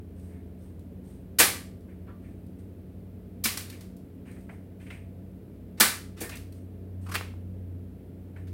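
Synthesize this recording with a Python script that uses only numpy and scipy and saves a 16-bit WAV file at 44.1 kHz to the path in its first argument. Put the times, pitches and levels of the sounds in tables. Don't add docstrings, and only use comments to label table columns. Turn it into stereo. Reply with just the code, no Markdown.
import sys
import numpy as np
from scipy import signal
from scipy.fft import rfft, irfft, dct, next_fast_len
from scipy.io import wavfile

SR = 44100
rng = np.random.default_rng(int(sys.argv[2]) if len(sys.argv) > 2 else 0)


def wav_record(signal):
    frames = np.transpose(np.atleast_2d(signal))
    bounded = np.clip(frames, -1, 1)
    quanta = np.round(bounded * 32767).astype(np.int16)
    wavfile.write(sys.argv[1], SR, quanta)


N = 376173

# frequency in Hz, spectral level in dB.
FOIL_SPECTRUM = [(60, -30.5), (150, -7.5), (230, -2), (450, -3.5), (780, -3.5), (1200, -1), (2100, 2.5),
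                 (3200, -0.5), (4500, 1.5), (6600, -3), (8600, -0.5), (12000, -3), (16000, -6)]
FOAM_SPECTRUM = [(100, -20), (400, -4), (700, -3), (1200, -0.5), (2600, -0.5), (4000, -6.5), (6500, -21.5),
                 (10000, -18), (16000, -21)]


def amp(db):
    return 10 ** (np.asarray(db) / 20)


def unit_rms(x):
    return x / np.sqrt(np.mean(abs(x) ** 2) + 1e-20)


def unit_energy(x):
    return x / np.sqrt(np.sum(x ** 2, -1, keepdims=True) + 1e-20)


def curve(points, hz):
    point_hz, value = np.transpose(points)
    return np.interp(np.log(hz + 1), np.log(point_hz), value)


def excite(mix, start, drive, response, db, balance_db=0):
    sound = amp(db) * np.sqrt(SR / 10) * unit_energy(signal.fftconvolve(drive, response[None], axes=1))
    part = mix[:, max(round(start * SR), 0):][:, :sound.shape[1]]
    part += amp([[balance_db / 2], [-balance_db / 2]]) * sound[:, :part.shape[1]]


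def drift(rate_hz, step=200):
    count = N // step + 2
    noise = rng.standard_normal(count) + 1j * rng.standard_normal(count)
    low_pass = np.exp(-(np.fft.fftfreq(count, step / SR) / rate_hz) ** 2)
    slow = np.fft.ifft(np.fft.fft(noise) * low_pass)
    return np.interp(np.arange(N) / step, np.arange(count), unit_rms(slow))


def snap(spectrum, tilt_db, peak_hz=2000, peak_db=0, width_octaves=0.63, size=2048):
    hz = np.fft.rfftfreq(size, 1 / SR)
    octaves = np.log2(np.maximum(hz, 300) / 3000)
    resonance = np.exp(-(np.log2((hz + 1) / peak_hz) / width_octaves) ** 2)
    log_gain = np.log(amp(curve(spectrum, hz) + tilt_db * octaves + peak_db * resonance))
    mirrored = np.concatenate([log_gain, log_gain[-2:0:-1]])
    return np.fft.ifft(np.exp(np.conj(signal.hilbert(mirrored)))).real


def crunch(length, per_s, spread_db, size=15000):
    age = np.arange(size) / SR / max(length, 1 / 2000)
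    fires = rng.random(size) < per_s / SR
    sign = rng.choice([-1., 1.], size)
    strength = amp(spread_db * np.clip(rng.standard_normal(size), -2, 2))
    return unit_energy(fires * sign * strength * np.sqrt(age) * np.exp(-age ** 2))


def ringing(modes, centre_hz, octaves, size=14000):
    t = np.arange(size) / SR
    return sum(amp(db - 60 * t / t60) / (1 + (np.log2(hz / centre_hz) / octaves) ** 2)
               * np.sin(2 * np.pi * hz * t) for hz, db, t60 in modes)


def kitchen(clicks, wet_db, early_db, build_s=0.006, size=20480, hop=64):
    # frequency in Hz, reverberation time in seconds.
    decay_times = [(100, 0.49), (300, 0.41), (1000, 0.36), (2500, .38), (5000, .37), (9000, .35),
                   (15000, 0.32)]
    clicks = unit_energy(np.pad(clicks, (0, size - len(clicks))))
    early = np.zeros((2, 256))
    np.put_along_axis(early, rng.integers(4, 256, (2, 32)), rng.standard_normal((2, 32)), 1)
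    early = amp(early_db) * unit_energy(early)
    early[:, 0] = 1
    fed = np.sum(clicks.reshape(-1, hop) ** 2, 1)
    t = np.arange(len(fed)) * hop / SR
    hz = np.fft.rfftfreq(2 * hop, 1 / SR)[:-1]
    decay = amp(-60 * t[:, None] / curve(decay_times, hz)) ** 2
    stored = abs(signal.fftconvolve(decay, fed[:, None], axes=0)[:len(fed)])
    bands = rng.standard_normal((2, *stored.shape)) * np.sqrt(stored)
    tail = dct(bands, 3, norm="ortho").reshape(2, size)
    tail = unit_energy(tail * (1 - np.exp(-np.arange(size) / SR / build_s)))
    return signal.fftconvolve(clicks[None], early, axes=1)[:, :size] + amp(wet_db) * tail


def crackles(rows, spectrum, per_s, spread_db, wet_db, early_db, peak_db=0):
    out = np.zeros((2, N))
    for start, db, length, tilt_db, balance_db, *resonance in rows:
        cluster = kitchen(crunch(length, per_s, spread_db), wet_db, early_db)
        click = snap(spectrum, tilt_db, *resonance, peak_db=peak_db)
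        excite(out, start, cluster, click, db, balance_db)
    return out


def air(level_db=-47.5):
    # frequency in Hz, spectral level in dB.
    spectrum = [(20, -24.5), (35, -17), (55, -3.5), (100, 0.5), (140, 0), (230, 1), (330, -3.5), (480, -8),
                (660, -14.5), (780, -21.5), (1100, -28.5), (2200, -31.5), (6500, -45.5), (13000, -37),
                (16000, -38)]
    # frequency in Hz, correlation.
    correlation = [(60, 0.92), (150, .92), (300, .78), (600, 0.17), (1500, .2), (12000, .1)]
    size = next_fast_len(N)
    hz = np.fft.rfftfreq(size, 1 / SR)
    left, independent = rfft(rng.standard_normal((2, size)))
    shared = np.clip(curve(correlation, hz), 0, 1)
    pair = np.array([left, shared * left + np.sqrt(1 - shared ** 2) * independent])
    return amp(level_db) * unit_rms(irfft(pair * amp(curve(spectrum, hz)), size)[:, :N])


def appliances(low_hz=84.5, high_hz=95.9, sag_hz_per_s=0.6, fade_db_per_s=2.3):
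    # frequency in Hz, level in dB, depth of waver.
    hum_tones = [(59.1, -54.5, .5), (185.1, -51, 0.4), (246, -60.5, .5), (275, -59.5, .5), (422, -64.5, .5),
                 (672, -73.5, .8)]
    # time in seconds, level in dB.
    swell = [(0, -56), (2.6, -48), (4.6, -48.5), (5.7, -47.5), (6.55, -45), (6.8, -39.5), (7.15, -38.5),
             (7.7, -40), (8.1, -47), (8.53, -39)]
    t = np.arange(N) / SR
    out = np.zeros(N)
    for hz, db, waver in hum_tones:
        tone = (1 + waver * drift(rate_hz=4)) * np.exp(2j * np.pi * hz * t)
        out += amp(db) * unit_rms(tone.real)
    for hz, db in (low_hz, -46 - fade_db_per_s * t), (high_hz, np.interp(t, *np.transpose(swell))):
        phase = 2 * np.pi * np.cumsum(hz - sag_hz_per_s * t) / SR
        drone = (1 + 0.28 * drift(rate_hz=2.8)) * np.exp(1j * phase)
        out += amp(db) * unit_rms(drone.real)
    return out


def tray_knocks():
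    # start in seconds, level in dB, tilt in dB per octave, resonance in Hz.
    taps = [(7.155, -38, 2, 1260), (7.1607, -47.5, -3, 1200), (7.211, -47.5, -5, 1190),
            (7.3390, -61, -13, 1150)]
    out = np.zeros((2, N))
    for start, db, tilt_db, hz in taps:
        room = kitchen(np.ones(1), wet_db=-7, early_db=-7)
        excite(out, start, room, snap(FOAM_SPECTRUM, tilt_db, hz, peak_db=6), db)
    return out


def tray_slide(start=7.06, gap_s=0.0265, slip_s=0.014, tilt_db=-3.5, balance_db=-3.5):
    squeaks, brushes = [], []
    for k in range(4):
        when = start + k * gap_s
        squeak_db, squeak_hz = -56 + 4.3 * k, 1130 + 125 * k
        brush_db, brush_tilt_db = -63 + 8.5 * k, -1.5
        squeaks.append((when, squeak_db, slip_s, tilt_db, balance_db, squeak_hz))
        brushes.append((when, brush_db, slip_s, brush_tilt_db, 0))
    out = crackles(squeaks, FOAM_SPECTRUM, 10000, spread_db=2.5, wet_db=-6, early_db=3.5, peak_db=13)
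    return out + crackles(brushes, FOIL_SPECTRUM, 9000, spread_db=2.5, wet_db=4.5, early_db=4.5)


def tray_creaks(per_s=10000, spread_db=2, balance_db=1, ring_db=-3.5, wet_db=-1, early_db=3.5):
    # start in seconds, level in dB, length in seconds, tilt in dB per octave, resonance in Hz.
    catches = [(2.068, -57, 0.045, -6, 1180), (6.211, -45.5, 0.045, -8.5, 1830),
               (6.307, -48.5, 0.044, 0, 2400), (7.154, -38.5, 0.0091, 3, 2420)]
    # frequency in Hz, level in dB, time to decay by 60 dB in seconds.
    wall_modes = [(1177, 1, .12), (1500, -6, .08), (1822, -1, .16), (2160, -1, .06), (2420, -8, .08),
                  (2710, -3, .06), (3330, 1, .07)]
    rows = [(start, db, length, tilt_db, balance_db, hz) for start, db, length, tilt_db, hz in catches]
    out = crackles(rows, FOAM_SPECTRUM, per_s, spread_db, wet_db, early_db, peak_db=9.5)
    for start, db, length, _, hz in catches:
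        rasp = kitchen(crunch(length, per_s, spread_db), wet_db, early_db)
        excite(out, start, rasp, ringing(wall_modes, hz, octaves=0.2), db + ring_db, balance_db)
    return out


def meat(smack_balance_db=1, release_db=-13, release_s=0.06, fizz_tilt_db=-5.5, fizz_balance_db=-3.5):
    # start in seconds, level in dB, length in seconds, tilt in dB per octave, resonance in Hz.
    peels = [(.28, -62.5, 0.11, -4, 1900), (1.88, -66, .04, -1, 1640), (2.226, -64.5, 0.047, -1, 2000),
             (3.722, -57, .03, 7, 2200), (4.251, -57, 0.055, -1.5, 2100), (4.361, -63.5, .012, -4, 1900),
             (4.489, -52.5, .012, -4.5, 1810), (4.797, -61.5, 0.028, 3.5, 2100),
             (4.863, -58.5, .012, 1, 2300), (4.901, -48.5, 0.012, 1, 2300), (8.36, -58, 0.011, -0.5, 1740)]
    # start in seconds, level in dB, length in seconds.
    strokes = [(0.149, -62.5, 0.16), (0.579, -65.5, 0.1), (1.03, -62, 0.11), (2.2, -69.5, .15),
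               (2.585, -68, .02), (4.249, -62, 0.14), (4.789, -63.5, 0.098), (6.528, -67.5, 0.074),
               (7.009, -60.5, .084)]
    # frequency in Hz, spectral level in dB.
    smack_spectrum = [(200, -6), (700, 8.5), (1200, 0.5), (2400, 4), (3600, -8.5), (6000, -17), (9000, -16),
                      (16000, -25)]
    fizz_spectrum = [(1000, -16), (3000, -14), (5500, -10.5), (7500, -8.5), (8600, 5), (10000, -4.5),
                     (12000, -5), (16000, -8)]
    smacks = [(start, db, length, tilt, smack_balance_db, hz) for start, db, length, tilt, hz in peels]
    releases = [(start, db + release_db, release_s) for start, db, *_ in peels]
    fizzes = [(*row, fizz_tilt_db, fizz_balance_db) for row in strokes + releases]
    out = crackles(smacks, smack_spectrum, per_s=11000, spread_db=4, wet_db=3.5, early_db=-1, peak_db=9.5)
    return out + crackles(fizzes, fizz_spectrum, per_s=5800, spread_db=4, wet_db=2.5, early_db=-3)


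def foil_ticks(balance_db=1.5, stray_count=6, stray_s=0.002, dulling_s=0.005):
    # start in seconds, level in dB, length in seconds.
    creases = [(3.572, -36.5, 0.0044), (3.599, -56.5, 0.18), (3.6985, -51, .0049), (3.8075, -55.5, .005),
               (3.967, -66, .0015), (4.315, -68, .002), (5.773, -57, .019), (6.165, -52, .043),
               (6.291, -47, 0.0088), (6.354, -53, 0.0035), (6.368, -52.5, 0.005), (6.523, -63.5, .0033),
               (8.469, -63.5, 0.016)]
    strays = [(when * N / SR, -75 + 4 * force, stray_s) for when, force in rng.random((stray_count, 2))]
    rows = []
    for start, db, length in creases + strays:
        tilt_db = -3 + 9.5 * np.exp(-length / dulling_s)
        rows.append((start, db, length, tilt_db, balance_db))
    return crackles(rows, FOIL_SPECTRUM, per_s=9000, spread_db=2.5, wet_db=4.5, early_db=3)


def thuds(push_s=0.005):
    # start in seconds, level in dB, centre of the excitation in Hz.
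    landings = [(1.401, -34, 480), (3.451, -40.5, 200), (5.805, -34, 224.2), (6.212, -42, 435),
                (7.151, -48, 400)]
    # frequency in Hz, level in dB, time to decay by 60 dB in seconds.
    low_modes = [(222, 0, .11), (325, -2, .08), (383, -3.5, 0.068), (482, -4.5, .1), (542, 2, .025),
                 (752, 5.5, .03)]
    out = np.zeros((2, N))
    for start, db, hz in landings:
        ring = ringing(low_modes, hz, octaves=0.58)
        ring *= 1 - np.exp(-np.arange(len(ring)) / SR / push_s)
        excite(out, start, kitchen(np.ones(1), wet_db=-9, early_db=-12), ring, db)
    return out


def pan_blows(size=8000):
    # start in seconds, level in dB, length in seconds, tilt in dB per octave,
    # ring relative to the snap in dB, left minus right in dB, resonance in Hz.
    blows = [(1.386, -19, 0.013, 0.5, -16.5, 2, 10000), (1.3999, -18, 0.0074, -0.6, -11.5, -1.5, 11160),
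             (1.41, -23.5, 0.0081, -0.66, -13.5, 1, 2000), (3.4378, -27, 0.013, 5, -17, 1.5, 5240),
             (3.453, -29, 0.0091, -0.04, -19, 0.5, 2550), (5.7996, -20, .006, 3, -5.5, -1, 9000),
             (5.8063, -18.5, 0.0051, 0.24, -12.5, 0, 1228), (6.204, -38.5, .018, 3, -9.5, -1, 9500)]
    # frequency in Hz, level in dB, time to decay by 60 dB in seconds.
    pan_modes = [(860, -6.5, 0.02), (1173, -2, .11), (1296, -0.5, 0.061), (1518, -5, .1), (1640, -3, 0.11),
                 (1736, -4, 0.088), (1840, -4, .12), (2024, 0, 0.085), (2213, -6, .11), (2346, -4, .1),
                 (3000, -9.5, .07), (4345, -8.5, .08)]
    out = np.zeros((2, N))
    t = np.arange(size) / SR
    for start, db, length, tilt_db, ring_db, balance_db, peak_hz in blows:
        cluster = kitchen(crunch(length, per_s=14000, spread_db=3), wet_db=6, early_db=2)
        ring = sum(amp(mode_db - 60 * t / t60) * np.sin(2 * np.pi * (hz * t + rng.random()))
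                   for hz, mode_db, t60 in pan_modes)
        click = snap(FOIL_SPECTRUM, tilt_db, peak_hz, peak_db=4, size=size)
        clack = unit_energy(click) + amp(ring_db) * unit_energy(ring)
        excite(out, start, cluster, clack, db, balance_db)
    return out


def scene():
    bacon = pan_blows() + thuds() + foil_ticks() + meat()
    tray = tray_creaks() + tray_slide() + tray_knocks()
    return bacon + tray + air() + appliances()


def record(dry, cutoff_hz=16050):
    # frequency in Hz, left minus right in dB.
    port_balance = [(100, -0.7), (500, -4), (1000, -0.5), (2500, -0.5), (5000, 2), (9000, -2),
                    (15000, -1.7)]
    size = next_fast_len(N + 2048)
    side_db = curve(port_balance, np.fft.rfftfreq(size, 1 / SR)) / 2
    heard = irfft(rfft(dry, size) * amp([side_db, -side_db]), size)[:, :N]
    low_pass = signal.firwin(511, cutoff_hz, window=("kaiser", 9), fs=SR)
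    return signal.oaconvolve(np.clip(heard, -1, 1), low_pass[None], "same")


dry = scene()
out = record(dry)
wav_record(out)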